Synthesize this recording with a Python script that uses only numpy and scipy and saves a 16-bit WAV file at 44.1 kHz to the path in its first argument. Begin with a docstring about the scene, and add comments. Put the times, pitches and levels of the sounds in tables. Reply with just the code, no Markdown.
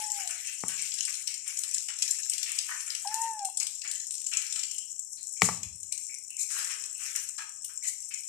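"""A thin, almost pure kitten's mew opens over crinkling to the left; a second mew follows later.
Two kittens sit in a cardboard box on stiff, crinkly cloth, in a bare room with hard walls.
The mews are gliding tones; the cloth is coloured noise grains: creases snap, folds crumple and drag.
The cardboard, a bank of decaying modes, is tapped once and later knocked hard, with a thump and a rebound.
Short scrapes and bright swishes come and go over the faint murmur of the room."""
import sys
import numpy as np
from scipy import signal
from scipy.fft import rfft, irfft
from scipy.io import wavfile
from scipy.ndimage import uniform_filter1d, minimum_filter1d

SR = 44100
rng = np.random.default_rng(int(sys.argv[2]) if len(sys.argv) > 2 else 0)


def wav_out(sig):
    """Save sig, one row per channel (or a flat mono array), as 16-bit PCM at SR to the path in sys.argv[1]."""
    wavfile.write(sys.argv[1], SR, np.round(np.clip(np.atleast_2d(sig).T, -1, 1) * 32767).astype(np.int16))


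N = 365148
TIME = np.arange(N) / SR
CUTOFF_HZ = 14500


def from_db(db):
    """Decibels to gain."""
    return 10 ** (np.asarray(db) / 20)


def rms_one(x):
    """Scale to unit rms."""
    return x / np.sqrt(np.mean(x ** 2) + 1e-20)


def in_time(rows):
    """Draw each column of an automation curve at every sample."""
    times, *columns = np.transpose(rows)
    return [np.interp(TIME, times, column) for column in columns]


def at_hz(points, hz):
    """Read a table along log frequency."""
    table_hz, value = np.transpose(points)
    return np.interp(np.log(np.maximum(hz, 1)), np.log(table_hz), value)


def pan(db):
    """Left and right gains whose mean is one; positive leans left."""
    gains = from_db(np.array([[.5], [-.5]]) * db)
    return gains / gains.mean(axis=0)


def add(track, s, sound):
    """Mix a sound into a track at a time in seconds."""
    i = max(0, round(s * SR))
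    track[..., i:i + sound.shape[-1]] += sound[..., :max(0, N - i)]


def drift(rate_hz):
    """Smooth random wander with unit spread: low-passed noise, drawn every 40 samples."""
    pole = np.exp(-80 * np.pi * rate_hz / SR)
    noise = rng.standard_normal(N // 40 + 2002)
    slow = signal.lfilter([1], [1, -2 * pole, pole * pole], noise)[2000:]  # skip the filter's settling
    return np.interp(np.arange(N) / 40, np.arange(len(slow)), rms_one(slow))


def colour(x, gain_at, size=2048):
    """Causal, minimum-phase filter with a given gain along frequency."""
    gain = np.atleast_2d(gain_at(np.fft.rfftfreq(size, 1 / SR)))
    cepstrum = irfft(np.log(gain))
    # folding the cepstrum forward gives minimum phase
    cepstrum[:, 1:size // 2] *= 2
    cepstrum[:, size // 2 + 1:] = 0
    impulse = irfft(np.exp(rfft(cepstrum)))
    return signal.oaconvolve(x, impulse, axes=1)[:, :N]


def shaped(x, spectrum):
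    """Give a sound the tilt of a spectrum table."""
    return colour(x, lambda hz: from_db(at_hz(spectrum, hz)))


def band(x, hz, octaves, order=1):
    """Band-pass around a centre."""
    edges = [hz / 2 ** (octaves / 2), min(hz * 2 ** (octaves / 2), .47 * SR)]
    return signal.sosfilt(signal.butter(order, edges, "band", fs=SR, output="sos"), x)


def grains(shape, spread_db):
    """Dense tiny clicks of very uneven size, differing left and right under shared sizes."""
    sizes = from_db(spread_db * np.clip(rng.standard_normal(shape), -2, 2))
    return rms_one(rng.standard_normal((2, *shape)) * sizes)


def friction(spread_db):
    """Two unrelated streams of friction grains, to be dealt to neighbouring bands."""
    return [grains((N,), spread_db), grains((N,), spread_db)]


def patchy(x, patchy_db, changes_per_s, count=20):
    """Narrow bands swell and sink each on their own, as the folds change shape."""
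    centres = np.geomspace(800, 13000, count)
    octaves = np.log2(centres[1] / centres[0])
    total = 0
    for k, hz in enumerate(centres):
        swell_db = patchy_db * np.clip(drift(changes_per_s), -2, 2)
        total = total + band(x[k % 2], hz, octaves, order=2) * from_db(swell_db)
    return total


def strokes(rows, attack_s, release_s):
    """Envelope of sliding strokes: each rises, holds and is released."""
    total = 0
    for s, length, db in rows:
        rise = np.clip((TIME - s) / attack_s, 0, 1)
        fall = np.exp(-np.maximum(TIME - s - length, 0) / release_s)
        total = total + from_db(db) * rise * fall
    return total


def buckle(t, spread_s, click_s, fade_s, count, yield_s=0.00014, crest_s=0.0014, uneven_db=3):
    """Envelope of a crease starting to yield, then giving way in uneven jerks that crest early and weaken."""
    starts = np.append(0, rng.uniform(0, spread_s, count))[:, None]
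    unevenness = from_db(uneven_db * rng.standard_normal(starts.shape))
    sizes = unevenness * np.exp(-np.abs(starts - crest_s) / fade_s)
    jerks = sizes * np.exp(-np.abs(t - starts) / click_s) * (t >= starts)
    return np.sqrt(np.sum(jerks ** 2, axis=0)) * (1 - np.exp(-t / yield_s))


def crackle(envelope, spectrum, spread_db, size, ripple_db=3, count=44):
    """Coloured grains under an envelope, scaled by their first samples; a random ripple makes each differ."""
    ripple = np.column_stack([np.geomspace(700, 15000, count), ripple_db * rng.standard_normal(count)])

    def gain_at(hz):
        """Spectrum plus this sound's own ripple."""
        return from_db(at_hz(spectrum, hz) + at_hz(ripple, hz))

    sound = colour(grains(envelope.shape, spread_db) * envelope, gain_at, size=1024)
    return sound / sound[:, :size].std()


# how alike the echoes are left and right: (frequency [Hz], likeness [0-1])
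ECHO_LIKENESS = [(150, 0.8), (500, 0.7), (1200, 0.01), (2500, 1), (6000, 0.04)]
# ring of the room: (frequency [Hz], time to fall 60 dB [s])
ROOM_DECAY = [(100, 0.85), (400, 0.48), (1500, 0.38), (4000, 0.44), (8000, 0.26), (14000, 0.41)]


def room(x, build_s=0.00031):
    """Diffuse echoes of unit energy that build up quickly and die away at each band's own rate."""
    t, echoes = TIME[:SR * 3 // 4], 0
    for hz in np.geomspace(60, 15000, 9):
        alike = np.clip(at_hz(ECHO_LIKENESS, hz), 0, 1)
        shared, separate = rng.standard_normal(len(t)), rng.standard_normal((2, len(t)))
        noise = np.sqrt(alike) * shared + np.sqrt(1 - alike) * separate
        echoes = echoes + band(noise, hz, 1, order=2) * from_db(-60 * t / at_hz(ROOM_DECAY, hz))
    echoes = rms_one(echoes * (1 - np.exp(-t / build_s))) / np.sqrt(len(t))
    return signal.oaconvolve(x, echoes, axes=1)[:, :N]


def scattered_room(x, moves_per_s=3, count=4):
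    """The sound comes now from one spot, now from another, each with echoes of its own."""
    total = 0
    for k in range(count):
        share = np.maximum(0, np.cos(2 * np.pi * (moves_per_s * TIME - k / count)))
        total = total + room(x * share)
    return total


# pitch of the first mew, falling: (time [s], pitch [Hz])
FALLING_PITCH = [(0.0, 860), (0.06, 850), (0.12, 822), (0.205, 795), (0.245, 728), (0.32, 672)]
# pitch of the second mew, arching: (time [s], pitch [Hz])
ARCHING_PITCH = [(3.055, 785), (3.109, 860), (3.164, 891), (3.218, 911), (3.272, 911), (3.327, 889),
                 (3.381, 849), (3.436, 790), (3.49, 755)]
# strength of each mew's fundamental, one curve per mew: (time [s], level [dB])
MEW_LEVELS = [
    [(-0.02, -44.5), (0.05, -43), (0.11, -51), (0.214, -50), (0.25, -59), (0.31, -58.5)],
    [(3.052, -37.5), (3.068, -36), (3.095, -40.5), (3.23, -34.5), (3.391, -43), (3.423, -36), (3.453, -38),
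     (3.49, -41.5)],
]
# share of each mew sent to the room, the first being farther off: (send [dB])
MEW_ROOM_SENDS = [-2.5, -13]
# overtones at the reference pitch: (multiple of the fundamental, level against it [dB])
MEW_OVERTONES = [(2, -25.5), (3, -32.5)]
# the voice catches as it starts and stops: jump in pitch and its half length
CATCH_HZ, CATCH_S = 206, 0.00262


def mews(jitter=0.0029, shimmer_db=0.8, edge_s=0.016, pan_db=2, reference_hz=830,
         opening_db_per_hz=0.074, waver_db=4.5):
    """A nearly pure tone catches at both ends; the mouth opens as pitch climbs and lets overtones out."""
    direct, sent = np.zeros((2, N)), np.zeros((2, N))
    for pitch_rows, rows, room_db in zip([FALLING_PITCH, ARCHING_PITCH], MEW_LEVELS, MEW_ROOM_SENDS):
        inside_s = np.minimum(TIME - rows[0][0], rows[-1][0] - TIME)  # time to the nearer end
        pitch = uniform_filter1d(in_time(pitch_rows)[0], size=1100)
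        catch = CATCH_HZ * np.exp(-(inside_s / CATCH_S) ** 2)
        phase = 2 * np.pi * np.cumsum(catch + pitch * (1 + jitter * drift(50))) / SR
        gate = np.clip(inside_s / edge_s + .5, 0, 1)
        overtones = 0
        for multiple, db in MEW_OVERTONES:
            overtones = overtones + from_db(db + waver_db * drift(25)) * np.sin(multiple * phase)
        tone = np.sin(phase) + from_db(opening_db_per_hz * (pitch - reference_hz)) * overtones
        level = from_db(in_time(rows)[0] + shimmer_db * drift(68))
        voice = np.sqrt(2) * tone * gate * level * pan(pan_db)
        direct = direct + voice
        sent = sent + from_db(room_db) * voice
    return direct + room(sent)


# tone of the still room: (frequency [Hz], relative level [dB])
STILL_SPECTRUM = [(20, -10), (60, -1.5), (110, 0), (200, -5.5), (400, -9), (1000, -17), (4000, -19),
                  (14000, -29)]


def still_air(level_db=-77, apart_db=-10):
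    """The faint murmur of an empty room: shaped noise, much alike on both sides."""
    air = rng.standard_normal(N) + from_db(apart_db) * rng.standard_normal((2, N))
    return from_db(level_db) * rms_one(shaped(air, STILL_SPECTRUM))


# tone of the fine crinkle: (frequency [Hz], relative level [dB])
CRINKLE_SPECTRUM = [(2000, -34.5), (3500, -25.5), (4800, -16), (5500, 8), (6300, -1), (7600, 11), (8600, 0),
                    (10000, -14), (14200, -32)]


def crinkle(level_db, per_s=100, size_db=5, decay_s=0.0029, octaves=0.57, ticks_db=-8, hiss_db=-8, count=8):
    """Countless lesser creases tick at random over the hiss of sliding cloth."""
    ticks = 0
    for hz in np.geomspace(4200, 11000, count):
        born = rng.random(N) < per_s / count / SR
        sizes = from_db(size_db * np.minimum(rng.exponential(1, N), 2))
        runs = signal.lfilter([1], [1, -np.exp(-1 / (decay_s * SR))], born * sizes + 1e-18)
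        ticks = ticks + band(runs * rng.standard_normal((2, N)), hz, octaves)
    ticks = rms_one(shaped(ticks, CRINKLE_SPECTRUM))
    sliding = patchy(friction(spread_db=4), patchy_db=3.0, changes_per_s=19)
    hiss = rms_one(shaped(sliding, CRINKLE_SPECTRUM))
    return from_db(level_db) * (from_db(ticks_db) * ticks + from_db(hiss_db) * hiss)


# cloth dragged over the cardboard: (start [s], length [s], level before the common gain [dB])
DRAG_STROKES = [(-0.03, 0.041, -28), (0.12, 0.41, -32.5), (.67, 0.54, -35.5), (1.44, 0.37, -36.5),
                (1.96, 0.28, -34), (2.32, 0.94, -34.5), (4.31, 0.3, -42), (6.485, 0.24, -29),
                (6.98, 0.25, -33)]
# tone of rubbing: (frequency [Hz], relative level [dB])
RUBBING_SPECTRUM = [(400, -36), (650, -32), (950, -40), (1300, -15), (1800, -5.5), (2400, -1.5),
                    (3000, -2.5), (3700, 5.5), (5000, 2), (9000, -1), (14000, -19)]


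def rubbing(flutter_db=2.0, gain_db=-5.5, attack_s=0.031, release_s=0.068):
    """Broad folds drag unevenly over the cardboard: friction grains with ever-shifting colour."""
    grain = patchy(friction(spread_db=7.5), patchy_db=4.5, changes_per_s=14.7)
    drag = shaped(grain, RUBBING_SPECTRUM) * from_db(flutter_db * drift(36))
    return strokes(DRAG_STROKES, attack_s, release_s) * from_db(gain_db) * rms_one(drag)


# loudest snapping creases: (time [s], level before the common trim [dB],
#   duller body against the snap, before the body trim [dB])
LOUD_SNAPS = [(0.117, -16.5, -28), (0.274, -21, -16), (0.3063, -20.5, -41), (0.47, -21, -43),
              (0.682, -17, -22.5), (0.816, -24.5, -28), (0.9186, -27, -6.5), (1.0061, -14.5, -16),
              (1.051, -16.5, -17), (1.139, -21, -16.5), (1.272, -23, -9.5), (1.341, -23.5, -13),
              (1.478, -21.5, -29), (1.5708, -20.5, -20), (1.5885, -16.5, -36), (1.6349, -19.5, -15),
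              (1.71, -20.5, -28), (1.738, -21, -27), (1.7438, -13, -22), (1.779, -19.5, -15.5),
              (1.8844, -22, -16.5), (1.987, -23, -21.5), (2.0223, -10, -15), (2.0782, -17.5, -15),
              (2.107, -11.5, -25), (2.2313, -24, -14), (2.297, -13, -20), (2.334, -19, -11.5),
              (2.38, -21, -11), (2.4291, -16.5, -12), (2.493, -24, -23), (2.517, -19, -33),
              (2.5841, -20, -11.5), (2.804, -25.5, -13.5), (2.902, -23.5, -6), (2.9497, -21.5, -11),
              (3.072, -22, -13), (3.142, -15, -19), (3.2137, -20.5, -43), (3.391, -30, -13),
              (3.4482, -17.5, -23.5), (3.571, -14.5, -23), (3.6003, -15.5, -17.5), (3.628, -18.5, -15),
              (3.6677, -18, -13.5), (3.817, -28, -7.5), (3.876, -24, -21), (3.912, -20, -14.5),
              (3.955, -22.5, -18.5), (4.0, -20.5, -20.5), (4.0684, -25, -40), (4.108, -22.5, -16.5),
              (4.152, -24.5, -19), (4.2637, -18, -22.5), (4.3319, -23.5, -12), (4.3712, -13, -22),
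              (4.525, -20, -13), (4.557, -21.5, -12), (4.591, -20.5, -15), (4.6315, -21.5, -12.5),
              (4.7809, -22.5, -21), (4.993, -21, -37), (5.2291, -25.5, -37), (5.323, -25.5, -39),
              (5.63, -20, -22.5), (5.831, -24.5, -27), (5.9216, -17.5, -19.5), (5.977, -21, -22),
              (6.1424, -27, -29), (6.3028, -26, -29.5), (6.366, -23.5, -28.5), (6.643, -22, -32),
              (6.8371, -25.5, -15), (7.1508, -25, -26), (7.159, -14.5, -38), (7.38, -27.5, -14.5),
              (7.6445, -21.5, -21), (8.1385, -21.5, -24)]
# lesser snaps: typical gap and its spread (natural log), level above the motion and its spread
LESSER_GAP_S, LESSER_GAP_SPREAD, LESSER_ABOVE_DB, LESSER_SPREAD_DB = .021, .5, 9, 2.5
# their body before its trim; brisker motion bends longer creases: dB of body per dB of motion
LESSER_BODY_DB, BODY_PER_MOTION = -29.5, 4.4
# no lesser crease gives way this close to a loud snap
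SNAP_CLEARANCE_S = 0.012


def lesser_snaps(motion_db, count=380):
    """Smaller creases give way in turn, harder and duller in brisk motion: rows of time, level and body."""
    gap, strength, body = rng.standard_normal((count, 3)).T
    times = np.cumsum(LESSER_GAP_S * np.exp(LESSER_GAP_SPREAD * gap))
    brisk_db = np.interp(times, TIME, motion_db)
    db = brisk_db + LESSER_ABOVE_DB + LESSER_SPREAD_DB * strength
    body_db = LESSER_BODY_DB + BODY_PER_MOTION * (brisk_db - motion_db.mean()) + 4 * body
    nearest_s = np.abs(times[:, None] - np.array(LOUD_SNAPS)[:, 0]).min(axis=1)
    kept = (nearest_s > SNAP_CLEARANCE_S) & (times < TIME[-1])
    return np.column_stack([times, db, body_db])[kept]


# tone of a snap: (frequency [Hz], relative level [dB])
SNAP_SPECTRUM = [(3000, -36.5), (4800, -17.5), (5500, 4), (6300, -0.5), (7200, 8.5), (8400, 7),
                 (9800, -7.5), (11800, -9), (13000, -24)]
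# tone of its duller body: (frequency [Hz], relative level [dB])
SNAP_BODY_SPECTRUM = [(700, -55), (1500, -31), (2600, -2.5), (4000, 11.5), (5400, 7.5), (6600, -10),
                      (9000, -28.5)]


def snaps(rows, spread_s=.008, click_s=0.0011, fade_s=0.0043, level_db=-10, body_db=17, vary_octaves=0.065):
    """A crease buckles in a run of tiny clicks a few milliseconds long, at its own pitch, over a duller body."""
    out = np.zeros((2, N))
    for s, db, body in rows:
        run = buckle(TIME[:1024], spread_s, click_s, fade_s, count=6)
        own_pitch = np.array(SNAP_SPECTRUM) * [2 ** (vary_octaves * rng.standard_normal()), 1]
        bright = crackle(run, own_pitch, 4, size=200)
        dull = crackle(run, SNAP_BODY_SPECTRUM, 5.5, size=200)
        add(out, s, from_db(db + level_db) * (bright + from_db(body + body_db) * dull))
    return out


# larger folds that crumple: (time [s], level before the common trim [dB],
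#   deeper body against the fold, before the body trim [dB], decay before limits [s])
FOLD_CRUMPLES = [(0.182, -35.5, -16, 0.072), (0.2936, -34, -11.5, 0.02), (0.44, -34, -44, 0.093),
                 (0.6833, -33.5, -15.5, 0.071), (0.777, -30.5, -62, 0.087), (1.076, -33, -11.5, 0.0078),
                 (1.2722, -35.5, -25, 0.1), (1.46, -40, -18, 0.067), (1.6337, -37, -19.5, 0.012),
                 (1.8843, -31.5, -18, 0.027), (2.3152, -35.5, -32, 0.021), (2.4581, -31, -25, 0.2),
                 (2.685, -33.5, -6, 0.048), (2.8692, -40, -11.5, 0.15), (3.11, -46.5, -3.5, 0.34),
                 (3.603, -33.5, -19.5, 0.019), (3.8453, -31.5, -18, 0.037), (4.3147, -29.5, -19, 0.13),
                 (4.369, -36, -30, 0.061), (4.5573, -39.5, -10.5, 0.027), (5.178, -52.5, -17.5, 0.012),
                 (5.439, -33, -17.5, 0.04), (5.6305, -38, -41, 0.01), (6.503, -43, -6.5, 0.18),
                 (6.563, -33.5, -9, 0.17), (6.6958, -33, -13.5, 0.047), (6.999, -42.5, -10.5, 0.11),
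                 (7.151, -32, -14.5, 0.027), (7.3811, -32.5, -7, 0.033), (7.692, -48, -6.5, 0.019),
                 (7.84, -36.5, -23, 0.035), (8.108, -34.5, -23, 0.017)]
# tone of a fold: (frequency [Hz], relative level [dB])
FOLD_SPECTRUM = [(500, -69), (900, -53), (1500, -18.5), (2300, 3.5), (3000, 5.5), (4300, 4), (7000, -7.5),
                 (12000, -31)]
# tone of its deeper body: (frequency [Hz], relative level [dB])
FOLD_BODY_SPECTRUM = [(400, -36.5), (650, -24), (850, -12.5), (1300, 0), (1800, 3.5), (2800, -29.5)]


def crumples(rise_s=0.002, spread_s=0.065, click_s=0.0024, drag_db=-5, level_db=-5, body_db=2):
    """A larger fold gives way in jerks and drags on, lower in pitch."""
    out, t = np.zeros((2, N)), TIME[:16384]
    for s, db, body, decay_s in FOLD_CRUMPLES:
        decay_s = np.clip(decay_s, .01, .15)
        jerks = buckle(t, spread_s, click_s, decay_s, count=7)
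        run = (jerks + from_db(drag_db) * np.exp(-t / decay_s)) * (1 - np.exp(-t / rise_s))
        fold = crackle(run, FOLD_SPECTRUM, 6.2, size=800)
        deep = crackle(run, FOLD_BODY_SPECTRUM, 3.4, size=800)
        add(out, s, from_db(db + level_db) * (fold + from_db(body + body_db) * deep))
    return out


# air notes of the box, two of them close and beating: (frequency [Hz], width [Hz], gain [dB])
BOX_AIR_NOTES = [(170.4, 8.9, 8), (181, 3.6, 16.5), (441, 11, 4)]


def boom(x):
    """The air in the box takes up its own notes from the cardboard and holds them."""
    total = 0
    for hz, width, db in BOX_AIR_NOTES:
        b, a = signal.iirpeak(hz, hz / width, fs=SR)
        total = total + from_db(db) * signal.lfilter(b, a, x + 1e-18)
    return total


# blows on the box: (time [s], strength [dB], lowest reach [Hz], highest reach [Hz],
#   left over right [dB], room send [dB])
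BOX_KNOCKS = [(0.6374, -22.5, 128, 1450, 11.5, -9.5), (5.4197, -2, 436, 9050, 17.5, -18.5),
              (5.4274, -8.5, 88, 246, -0.5, -7), (5.4889, -13, 342, 1410, 2.5, -9.5),
              (5.495, -19.5, 700, 1600, 18, -18), (5.659, -20.5, 54.7, 102, 9, -9)]
# ringing modes of the cardboard: (frequency [Hz], relative level [dB], time to fall 60 dB [s])
CARDBOARD_MODES = [(90.2, -26, 0.05), (122, -22.5, 0.06), (186, -10.5, 0.022), (254, -31.5, 0.046),
                   (419, -16.5, 0.02), (834, -4.5, 0.0076), (1160, -5, 0.01), (2007, 2.5, 0.0059),
                   (2250, -11.5, 0.025), (5400, 0, 0.0024), (7220, -1, 0.0059)]


def knocks(crack_db=-3, crack_s=0.00047, rattle_db=-24, rattle_s=.016):
    """Each blow cracks, rattles and rings the cardboard: hard, light contact high, soft, heavy contact low."""
    out, sent, flex, t = np.zeros((2, N)), np.zeros((1, N)), np.zeros(N), TIME[:8192]
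    ring = 0
    for hz, db, t60 in CARDBOARD_MODES:
        ring = ring + from_db(db - 60 * t / t60) * np.cos(2 * np.pi * hz * t)
    rough = from_db(crack_db) * np.exp(-t / crack_s) + from_db(rattle_db) * np.exp(-t / rattle_s)
    for s, db, low_hz, high_hz, side_db, room_db in BOX_KNOCKS:
        struck = ring + rough * grains(t.shape, spread_db=3)[0]
        reach = signal.butter(3, [low_hz, high_hz], "band", fs=SR, output="sos")
        blow = from_db(db) * signal.sosfilt(reach, struck)
        add(out, s, pan(side_db) * blow)
        add(sent, s, from_db(room_db) * blow)
        add(flex, s, from_db(db) * blow)  # strength counts twice, so heavy blows stir the air far more
    return out + boom(flex) + room(sent)


# short, rough scrapes: (start [s], length [s], band centre [Hz], level before the common gain [dB])
SCRAPE_STROKES = [(3.833, 0.12, 1870, -54), (4.595, 0.25, 3070, -49.5), (5.169, 0.04, 4200, -44.5),
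                  (5.364, 0.02, 2350, -56), (5.915, 0.039, 2370, -52.5), (6.09, 0.046, 2320, -51.5),
                  (6.298, 0.056, 2730, -53), (6.377, .05, 2404, -49), (6.517, 0.39, 417, -75.5),
                  (6.942, 0.075, 2760, -55), (7.82, 0.064, 2120, -51), (8.102, 0.058, 2355, -51)]


def scrapes(attack_s=0.0044, release_s=0.054, catch_db=3, gain_db=3, octaves=0.21):
    """Each short, rough scrape is noise in one narrow band that fades."""
    rasp = grains((N,), spread_db=6) * from_db(catch_db * drift(120))
    total = 0
    for s, length, hz, db in SCRAPE_STROKES:
        narrow = rms_one(band(rasp, hz, octaves, order=2))
        total = total + strokes([(s, length, db)], attack_s, release_s) * narrow
    return from_db(gain_db) * total


# quick, bright slips of cloth: (start [s], length [s], level [dB])
SWISH_STROKES = [(5.425, 0.035, -25.5), (6.385, 0.046, -31.5), (6.51, 0.16, -38.5), (7.152, 0.04, -49),
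                 (7.832, 0.022, -34), (7.863, 0.03, -30.5)]
# tone of a swish: (frequency [Hz], relative level [dB])
SWISH_SPECTRUM = [(2500, -39.5), (4000, 5), (5500, -5.5), (7600, 6), (9500, -6.5), (12000, -15),
                  (14200, -26)]


def swishes(spread_db=4, attack_s=.006, release_s=0.0091, flutter_db=2.5):
    """Cloth slips over cloth: a dense, bright grain that holds briefly and stops."""
    slip = shaped(grains((N,), spread_db) * from_db(flutter_db * drift(57.5)), SWISH_SPECTRUM)
    return strokes(SWISH_STROKES, attack_s, release_s) * rms_one(slip)


# fixed tone of the rustling: narrow lifts, thinner around 3.7 and 4.5 kHz:
#   (centre [Hz], width [Hz], lift [dB])
RUSTLE_TONE = [(2526, 15, 4), (3673, 1123, -15), (4150, 100, 4.5), (4536, 995, -12.5), (5350, 97, -1),
               (6920, 100, 3.5), (8100, 43, 1.5)]
# the cloth lies to the left: (frequency [Hz], left over right [dB])
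CLOTH_BALANCE = [(1200, 0), (2400, 6), (4000, 9), (5500, 19.5), (7500, 18), (9000, 9), (11500, 5),
                 (14000, 12)]


def rustle_tone(hz):
    """Left and right gain of the rustling along frequency: its fixed tone and the leftward lean."""
    lift_db = 0
    for centre, width, db in RUSTLE_TONE:
        lift_db = lift_db + db / (1 + (2 * (hz - centre) / width) ** 2)
    return from_db(lift_db) * pan(at_hz(CLOTH_BALANCE, hz))


# how briskly the kittens stir the cloth, a guide for crinkle and lesser snaps: (time [s], level [dB])
CLOTH_MOTION = [(0.0, -37), (0.34, -41), (0.53, -39.5), (0.99, -36), (1.27, -40), (2.37, -38), (3.5, -43.5),
                (3.74, -40.5), (4.52, -37), (4.73, -39), (5.09, -45), (5.51, -36), (5.65, -45),
                (6.11, -40.5), (6.37, -45), (6.52, -37), (7.4, -43.5), (8.28, -39.5)]


def cloth(bright_room_db=-2, fold_room_db=0, crinkle_above_db=0.5):
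    """All the rustling, toned and leaned left; snaps, crinkle, swishes and folds carry echoes."""
    motion_db, = in_time(CLOTH_MOTION)
    bright = crinkle(motion_db + crinkle_above_db) + swishes()
    bright = bright + snaps(LOUD_SNAPS) + snaps(lesser_snaps(motion_db))
    folds = crumples()
    drags = rubbing() + scrapes()
    echoes = scattered_room(from_db(bright_room_db) * bright + from_db(fold_room_db) * folds)
    return colour(bright + folds + drags + echoes, rustle_tone)


def scene():
    """Mews, room murmur, cloth and cardboard together."""
    return mews() + still_air() + cloth() + knocks()


def limiter(x, size=16):
    """Turn the gain down for an instant wherever a peak would pass 0.97 of full scale."""
    needed = .97 / np.maximum(np.abs(x), .97)
    return x * uniform_filter1d(minimum_filter1d(needed, size=size), size=size)


def record(dry):
    """Peaks are limited, then the top is cut steeply."""
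    top_cut = signal.ellip(14, .2, 110, CUTOFF_HZ, fs=SR, output="sos")
    return signal.sosfilt(top_cut, limiter(dry))


dry = scene()
out = record(dry)
wav_out(out)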